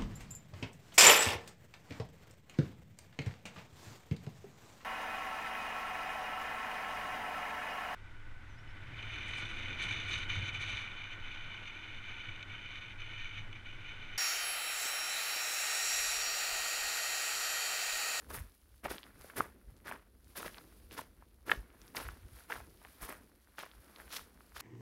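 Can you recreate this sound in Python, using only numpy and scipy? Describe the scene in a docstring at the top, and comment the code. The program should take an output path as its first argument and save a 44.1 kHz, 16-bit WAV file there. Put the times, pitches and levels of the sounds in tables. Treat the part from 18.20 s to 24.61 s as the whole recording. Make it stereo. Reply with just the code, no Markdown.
"""Walk on a gravel trail

A person holding a camera walks a dirt and gravel forest trail, about two steps a second. Heel and sole press
earth, gravel, sand and dry grit: shaped noise and random grains. Single stones, twigs and clods knock, and
heels thump dully: short sine rings with a snap. Cloth, loose ground and grass rustle. The jolts of walking boom
in the camera body as low noise; the forest adds a short, thin tail."""
import sys
import numpy as np
from scipy import signal
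from scipy.fft import rfft, irfft, next_fast_len
from scipy.io import wavfile
from scipy.ndimage import uniform_filter1d, map_coordinates

SR = 44100
rng = np.random.default_rng(int(sys.argv[2]) if len(sys.argv) > 2 else 0)


def master_out(mix):
    """Clip the mix to full scale and print it as 16-bit PCM to the path in sys.argv[1]."""
    frames = np.transpose(np.atleast_2d(mix))
    ceiling = np.clip(frames, -1, 1)
    pcm = np.round(ceiling * 32767).astype(np.int16)
    wavfile.write(sys.argv[1], SR, pcm)


N = 282681
TIME_S = np.arange(N) / SR


def amp(db):
    """Amplitude factor of a level in dB."""
    return 10 ** (np.asarray(db) / 20)


def unit(x):
    """x scaled to rms 1."""
    return x / np.sqrt(np.mean(x ** 2) + 1e-20)


def noise():
    """Two unrelated channels of white noise."""
    return rng.standard_normal((2, N))


def along(points, hz):
    """Values at hz, interpolated between (Hz, value) points on a log frequency axis."""
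    point_hz, value = np.transpose(points)
    return np.interp(np.log(hz + 1), np.log(point_hz + 1), value)


def curves(rows):
    """One value per sample for each column after the time."""
    s, *columns = np.transpose(rows)
    return [np.interp(TIME_S, s, column) for column in columns]


def wobble(knots_per_s):
    """A smooth random curve."""
    knots = rng.standard_normal(int(N * knots_per_s / SR) + 4)
    return map_coordinates(knots, [np.arange(N) * knots_per_s / SR])


def hump(s, width_s):
    """A bell-shaped swell of height 1 around time s."""
    return np.exp(-np.minimum(((TIME_S - s) / width_s) ** 2, 50))


def filtered(x, response):
    """x times a response of frequency, padded against wrap-around."""
    m = next_fast_len(N + SR // 4)
    spectrum = rfft(x, m) * response(np.fft.rfftfreq(m, 1 / SR))
    return irfft(spectrum, m)[..., :N]


# Stereo width. Each row: frequency in Hz, side minus mid in dB.
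SIDE_WIDTH = [(60, -4), (130, -11.5), (300, -12.5), (1000, -10.5), (2200, -5.5), (4400, -2.5), (7000, 0),
              (9000, 1), (15000, 0.5)]


def stereo(pair, spectrum):
    """Two unrelated signals become coloured mid and side, then left and right of joint rms 1."""
    def response(hz):
        side_gain = amp(along(SIDE_WIDTH, hz))
        return amp(along(spectrum, hz)) * np.array([np.ones_like(hz), side_gain])

    mid, side = filtered(pair, response)
    return unit(np.array([mid + side, mid - side]))


def grains(rate_hz, spread_db, octaves=6):
    """Random tiny impacts of uneven size, rate_hz in each octave from 17 kHz down; each rings in its octave."""
    out = np.zeros((2, N))
    for octave in range(octaves):
        top_hz = 17000 / 2 ** octave
        size_db = spread_db * np.minimum(rng.standard_normal(N), 1.6)
        hits = (rng.random(N) < rate_hz / SR) * amp(size_db)
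        signed_hits = unit(hits * rng.choice([-1, 1], (2, N)))
        b, a = signal.butter(1, [top_hz / 2, top_hz], "bandpass", fs=SR)
        out += signal.lfilter(b, a, signed_hits)
    return unit(out)


# Rustle of walking. Each row: time in seconds, cloth in dB, loose ground in dB, grass in dB.
RUSTLE_LEVELS = [(0.0, -66, -70.5, -67.5), (0.5, -77.5, -79.5, -76), (0.89, -70, -68, -73),
                 (1.18, -65.5, -61.5, -66.5), (1.37, -67.5, -72.5, -77), (2.05, -75, -79.5, -78.5),
                 (2.27, -64, -70, -65), (2.82, -69, -72.5, -75.5), (3.18, -75, -80.5, -79),
                 (3.46, -66, -68, -74), (4.34, -72, -69.5, -69), (4.53, -68, -74.5, -71),
                 (4.86, -71, -62.5, -66.5), (5.0, -63.5, -73, -73), (5.21, -76.5, -75.5, -76.5),
                 (5.91, -67.5, -61.5, -66.5), (6.12, -68, -72.5, -74.5), (6.41, -77, -69.5, -70)]
# Swinging foot skims the ground. 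Each row: peak in seconds, half width in seconds,
# loose ground in dB, grass in dB.
FOOT_SKIMS = [(0.88, 0.045, -62.5, -69.5), (1.06, 0.062, -62, -59), (2.11, 0.05, -72.5, -64),
              (2.38, 0.046, -62.5, -60), (3.025, .022, -68.5, -86), (3.66, .06, -69.5, -64.5),
              (4.19, 0.065, -62.5, -60), (4.65, 0.035, -65, -67), (5.81, 0.028, -58.5, -63)]
# Spectra of rubbing cloth, loose ground and dry grass. Each row: frequency in Hz, gain in dB.
CLOTH_SPECTRUM = [(50, -23), (130, -6.5), (200, 2), (320, 0.5), (480, -4.5), (800, -18), (2500, -50)]
GROUND_SPECTRUM = [(200, -21), (500, -2), (900, -0.5), (1500, 0.5), (2200, -4.5), (3200, -15), (5000, -25),
                   (9000, -52)]
GRASS_SPECTRUM = [(800, -31.5), (2400, -4), (4500, -2.5), (7000, -7.5), (8400, -7.5), (9400, -0.5),
                  (11200, 0.5), (15500, -6.5)]
SWING_LEAD_S, SWING_WIDTH_S = 0.1, 0.06  # the free leg passes this long before its heel lands
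SWING_GROUND_DB, SWING_GRASS_DB = 1.5, 2.5  # swell as it passes


def rustle():
    """Cloth rubs, loose crumbs tick, dry grass brushes; ground and grass swell as a leg swings or a foot skims."""
    cloth_db, ground_db, grass_db = curves(RUSTLE_LEVELS)
    swing = sum(hump(step[0] - SWING_LEAD_S, SWING_WIDTH_S) for step in FOOTFALLS)
    ground_skim, grass_skim = sum(
        amp(levels_db)[:, None] * hump(s, width_s) for s, width_s, *levels_db in FOOT_SKIMS)

    cloth_level = amp(cloth_db + 1.5 + 2.7 * wobble(40))
    cloth = cloth_level * stereo(noise(), CLOTH_SPECTRUM)

    crumbs = stereo(grains(rate_hz=28, spread_db=6.5) + 1.28 * noise(), GROUND_SPECTRUM)
    ground_level = np.hypot(amp(ground_db - 0.4 + SWING_GROUND_DB * swing), ground_skim)
    ground = ground_level * amp(1.4 * wobble(40)) * crumbs

    stalks = stereo(grains(rate_hz=60, spread_db=4.5, octaves=3) + 2.14 * noise(), GRASS_SPECTRUM)
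    grass_level = np.hypot(amp(grass_db + 4.5 + SWING_GRASS_DB * swing), grass_skim)
    grass = grass_level * amp(1.1 * wobble(45)) * stalks
    return cloth + ground + grass * amp([[0.8], [-0.8]])


# Steady rumble of the hand's tremor. Each row: time in seconds, level in dB.
TREMOR_LEVELS = [(0, -69), (0.6, -65), (2.0, -63), (3.0, -62.5), (4.3, -62.5), (5.3, -72), (5.9, -67),
                 (6.41, -65.5)]
# Jolts that shake the camera. Each row: peak in seconds, half width in seconds, level in dB.
JOLTS = [(0.12, 0.06, -52.5), (0.21, 0.045, -45), (0.69, 0.049, -53), (1.0, 0.022, -61),
         (1.21, 0.02, -52.5), (1.495, 0.029, -52), (3.39, 0.037, -44.5), (3.87, 0.063, -46.5),
         (4.05, 0.027, -51), (4.15, .04, -52.5), (4.835, 0.016, -46), (5.585, 0.029, -55.5)]
# Boom of the camera body. Each row: frequency in Hz, gain in dB.
BODY_SPECTRUM = [(15, -35), (30, -15), (45, -1), (59, 1.5), (78, -6), (120, -15), (200, -29.5), (600, -80)]


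def handling():
    """The hand's tremor and the jolts of walking shake the camera body, which booms low."""
    tremor_db, = curves(TREMOR_LEVELS)
    tremor_power = amp(tremor_db + 3.3 * wobble(16)) ** 2
    jolt_power = sum((amp(db) * hump(s, width_s)) ** 2 for s, width_s, db in JOLTS)
    shake = np.sqrt(tremor_power + jolt_power)
    boom = stereo(noise(), BODY_SPECTRUM)
    # divide out the noise's own swell, so that shake alone sets the level
    swell = np.sqrt(np.abs(uniform_filter1d(np.mean(boom ** 2, axis=0), size=3000)) + 1e-6)
    return amp(1.5) * shake * boom / swell * amp([[-1.1], [1.1]])


def press(age_s, rise_s, fade_s):
    """Load on the ground: it builds over rise_s, then falls by 20 dB in each fade_s."""
    build = np.clip(age_s / rise_s, 0, 1) ** 1.43
    return build * amp(-20 * np.maximum(age_s - rise_s, 0) / fade_s)


# Steps. Each row: heel strike in seconds, heel rise in seconds, roll from heel to sole in seconds,
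# sole's 20 dB fade in seconds, sole over heel in dB, extra sand and grit as the sole scuffs in dB,
# earth in dB, gravel in dB, sand in dB, grit in dB.
FOOTFALLS = [ (0.082, .024, 0.039, 0.1, 0, 6.5, -53, -45.5, -58.5, -51.5),
             (0.629, 0.023, 0.057, 0.11, -3.5, 8, -45.5, -41.5, -54, -54),
             (1.150, 0.033, 0.034, 0.0926, -5.5, -5.5, -42, -40.5, -48.5, -44.5),
             (1.638, 0.037, 0.061, 0.0859, -1, -6, -51, -45.5, -56, -55.5),
             (2.148, 0.024, 0.098, 0.0368, 1.5, -2.5, -49, -44.5, -48.5, -48.5),
             (2.698, 0.027, 0.064, 0.06, 8, 0, -56, -51.5, -57, -56.5),
             (3.248, 0.037, 0.046, 0.09, 1.5, 4, -48.5, -47, -56, -56.5),
             (3.740, 0.029, 0.042, .17, -6.5, 0.5, -49, -41, -48, -47),
             (4.282, 0.037, 0.059, .08, -11, 4, -52, -41.5, -53, -52.5),
             (4.798, 0.031, .076, 0.1046, 2.5, -7.5, -54.5, -48, -54, -50),
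             (5.366, 0.026, .048, .095, -11, 1.5, -57, -43.5, -50, -56.5),
             (5.883, 0.055, 0.067, 0.01, 0.5, 8.5, -59, -49, -46.5, -48),
             (6.34, 0.023, .048, 7, 9, -1, -76, -51.5, -51, -56)]
# Spectra of the ground underfoot. Each row: frequency in Hz, gain in dB.
EARTH_SPECTRUM = [(40, -20), (110, -8), (190, -3.5), (270, 0), (450, -2.5), (700, -9), (1500, -41),
                  (4000, -90)]
GRAVEL_SPECTRUM = [(150, -35.5), (450, -5), (750, -4), (1000, 0.5), (1500, -.5), (2100, -4.5),
                   (2800, -12.5), (4500, -27.5), (9000, -55.5)]
SAND_SPECTRUM = [(800, -30), (2200, -5), (3600, -0.5), (5300, -3.5), (7000, -10), (9000, -16.5),
                 (15000, -36.5)]
GRIT_SPECTRUM = [(2000, -37), (5000, -10.5), (7000, -9), (8400, -5.5), (9400, 1.5), (11500, 1.5),
                 (15500, -4.5)]
SOLE_RISE_S, HEEL_FADE_ROLLS = 0.018, 1.5  # the heel fades by 20 dB in this many roll times


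def footsteps():
    """Heel, then sole, load the ground and let it settle: dull earth, crunching gravel, scraping sand, dry grit."""
    age_s = np.arange(SR) / SR
    power = np.zeros((4, N))
    for s, rise_s, roll_s, fade_s, sole_db, scuff_db, *levels_db in FOOTFALLS:
        heel = press(age_s, rise_s, HEEL_FADE_ROLLS * roll_s)
        sole_gain = amp(sole_db + scuff_db * np.array([[0], [0], [1], [1]]))
        sole = sole_gain * press(age_s - roll_s, SOLE_RISE_S, fade_s)
        load = amp(levels_db)[:, None] ** 2 * (heel ** 2 + sole ** 2)
        span = power[:, round(s * SR):][:, :SR]
        span += load[:, :span.shape[1]]
    earth, gravel, sand, grit = np.sqrt(power)

    slips = unit(amp(1.9 * wobble(120)))  # the ground gives way in small jerks
    thud = earth * slips * stereo(noise(), EARTH_SPECTRUM)
    crunch = gravel * slips * amp(-0.5) * stereo(grains(rate_hz=300, spread_db=4.5), GRAVEL_SPECTRUM)
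    scrape = sand * stereo(grains(rate_hz=650, spread_db=4, octaves=4), SAND_SPECTRUM)
    flicker = amp(2.0 + 3.2 * wobble(90))
    fizz = grit * flicker * stereo(grains(rate_hz=2200, spread_db=4.0, octaves=3), GRIT_SPECTRUM)
    return thud + crunch + scrape * amp([[-0.6], [0.6]]) + fizz * amp([[1.1], [-1.1]])


STRAY_AFTER_S, STRAY_WITHIN_S = 0.037, 0.09
STRAY_DB, STRAY_HZ = -42, 1060  # centres: 4 dB and one octave either way


def strays(count):
    """Each step dislodges count small stones at random, as rows like those of LOUD_KNOCKS."""
    heels_s = np.repeat([step[0] for step in FOOTFALLS], count)
    rows = []
    for heel_s, (late, size, pitch) in zip(heels_s, rng.random((len(heels_s), 3))):
        s = heel_s + STRAY_AFTER_S + STRAY_WITHIN_S * late
        rows.append((s, STRAY_DB + 8 * (size - 0.5), STRAY_HZ * 2 ** (2 * pitch - 1), 0.8))
    return rows


# Loudest stones, twigs and clods, and a few dull heel thumps. 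Each row: time in seconds, relative peak level in
# dB, pitch in Hz, # sharp snap against the ring as a ratio.
LOUD_KNOCKS = [ (0.1860, -37, 1820, 0.6), (0.6590, -25.5, 820, 0.65), (0.7126, -36.5, 483, 0),
               (0.7825, -33, 3320, 1.4), (0.8315, -37, 3250, 1.2), (0.8396, -41.5, 3300, 1.2),
               (1.0120, -35, 11500, 0.66), (1.0450, -41, 550, 0.4), (1.0998, -38.5, 1600, .4),
               (1.201, -30.5, 333, 0.1), (1.206, -16, 1233, 0), (1.5670, -48.5, 8000, 0.9),
               (1.6810, -31.5, 1640, 0.1), (1.7138, -31.5, 930, 0.6), (1.7232, -31.5, 1590, 0.1),
               (2.045, -44.5, 9900, 0.6), (2.2297, -31.5, 1340, 0.6), (2.2618, -31.5, 570, 0.9),
               (2.2800, -33.5, 1720, 0.6), (2.345, -38.5, 3000, 1.4), (2.3833, -37, 4000, 1.4),
               (2.711, -40.5, 2820, 1), (2.7916, -31, 1000, 0.5), (3.0240, -47.5, 1000, 0),
               (3.2953, -25.5, 1750, 0.1), (3.2976, -21, 1620, 0.4), (3.3161, -11, 1760, 1.2),
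               (3.3170, -34.5, 10000, 1), (3.3184, -12.5, 1820, 1), (3.322, -25.5, 1520, 0.7),
               (3.6169, -42, 5700, 1.1), (3.6797, -42.5, 5500, 1.2), (3.7490, -36, 960, 0.5),
               (3.7677, -23.5, 4800, 1), (3.7686, -29.5, 10500, 1), (3.7705, -26.5, 2220, 1),
               (3.8835, -36, 11500, 0.4), (3.8880, -30.5, 1470, 0.6), (4.3222, -23.5, 1680, 0.6),
               (4.3273, -27.5, 2000, 0.3), (4.6496, -37.5, 1780, 1.3), (4.8907, -37, 1250, .5),
               (4.9040, -37, 880, 0.9), (4.9254, -34.5, 1157, 1), (5.3839, -31, 1550, .7),
               (5.4338, -36, 1160, 0.4), (5.5150, -44.5, 3400, 1), (5.7613, -39, 3780, 1),
               (5.8004, -39.5, 1690, 0.3), (6.2068, -46, 1310, 0.5), (6.3665, -34.5, 1570, 0.8)]
RING_S, RING_REF_HZ, RING_REF_DB = 0.0067, 1000, -31  # t60 of a knock of this pitch and level
RING_PITCH_POWER, RING_DB_SHARE = 0.39, 0.11  # lower and louder knocks ring longer
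HALF_LAG_S, LAG_SCATTER_S = 3e-5, 1e-5  # one channel this much early, the other this much late


def knocks():
    """A stone, twig or clod rings briefly, or a heel thumps dully; the sharper ones add a snap and a puff of
    grit."""
    out = np.zeros((2, N + SR))
    t = np.arange(SR // 20) / SR
    for s, db, hz, sharpness in LOUD_KNOCKS + strays(count=2):
        pitch_stretch = (RING_REF_HZ / hz) ** RING_PITCH_POWER
        t60_s = RING_S * pitch_stretch * amp(RING_DB_SHARE * (db - RING_REF_DB))
        # the feet alternate, and so does the channel that leads
        foot = 1 if sum(step[0] < s for step in FOOTFALLS) % 2 else -1
        lag_s = foot * HALF_LAG_S + LAG_SCATTER_S * rng.uniform(-1, 1)
        age_s = np.maximum(t + np.array([[-lag_s], [lag_s]]) - abs(lag_s), 0)

        onset = 1 - np.exp(-age_s * hz / 0.6)
        ring = np.sin(2 * np.pi * hz * age_s) * amp(-60 * age_s / t60_s) * onset
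        band = signal.butter(7, [hz / 4.2, min(hz + 1650, SR / 3)], "bandpass", fs=SR, output="sos")
        snap = signal.sosfilt(band, 1.0 * (t == 0))
        puff = 0.047 * rng.standard_normal((2, len(t))) * amp(-60 * t / 0.012)
        hit = ring / np.abs(ring).max() + sharpness * (1.08 * snap / np.abs(snap).max() + puff)
        out[:, round(s * SR):][:, :len(t)] += amp(db + 1) * hit / np.abs(hit).max()
    return out[:, :N]


# Decay of the forest's tail. Each row: frequency in Hz, t60 in seconds.
FOREST_DECAY = [(200, .12), (1700, .2), (10000, .1)]


def forest(x):
    """Trunks and bushes scatter back a short, thin tail: convolution with decaying stereo noise."""
    hz, t, cells = signal.stft(rng.standard_normal((2, SR // 3)), SR, nperseg=256)
    decay = amp(-60 * t / along(FOREST_DECAY, hz)[:, None])
    tail = signal.istft(cells * decay, SR, nperseg=256)[1]
    return signal.fftconvolve(x, tail / np.linalg.norm(tail[0]), axes=1)[:, :N]


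def scene():
    """Feet and their forest tail, over rustle and handling rumble."""
    feet = footsteps() + knocks()
    return feet + amp(-16.5) * forest(feet) + rustle() + handling()


TOP_HZ = 15800


def record(dry):
    """The camera keeps nothing above its band limit."""
    return filtered(dry, lambda hz: hz < TOP_HZ)


dry = scene()
out = record(dry)
master_out(out)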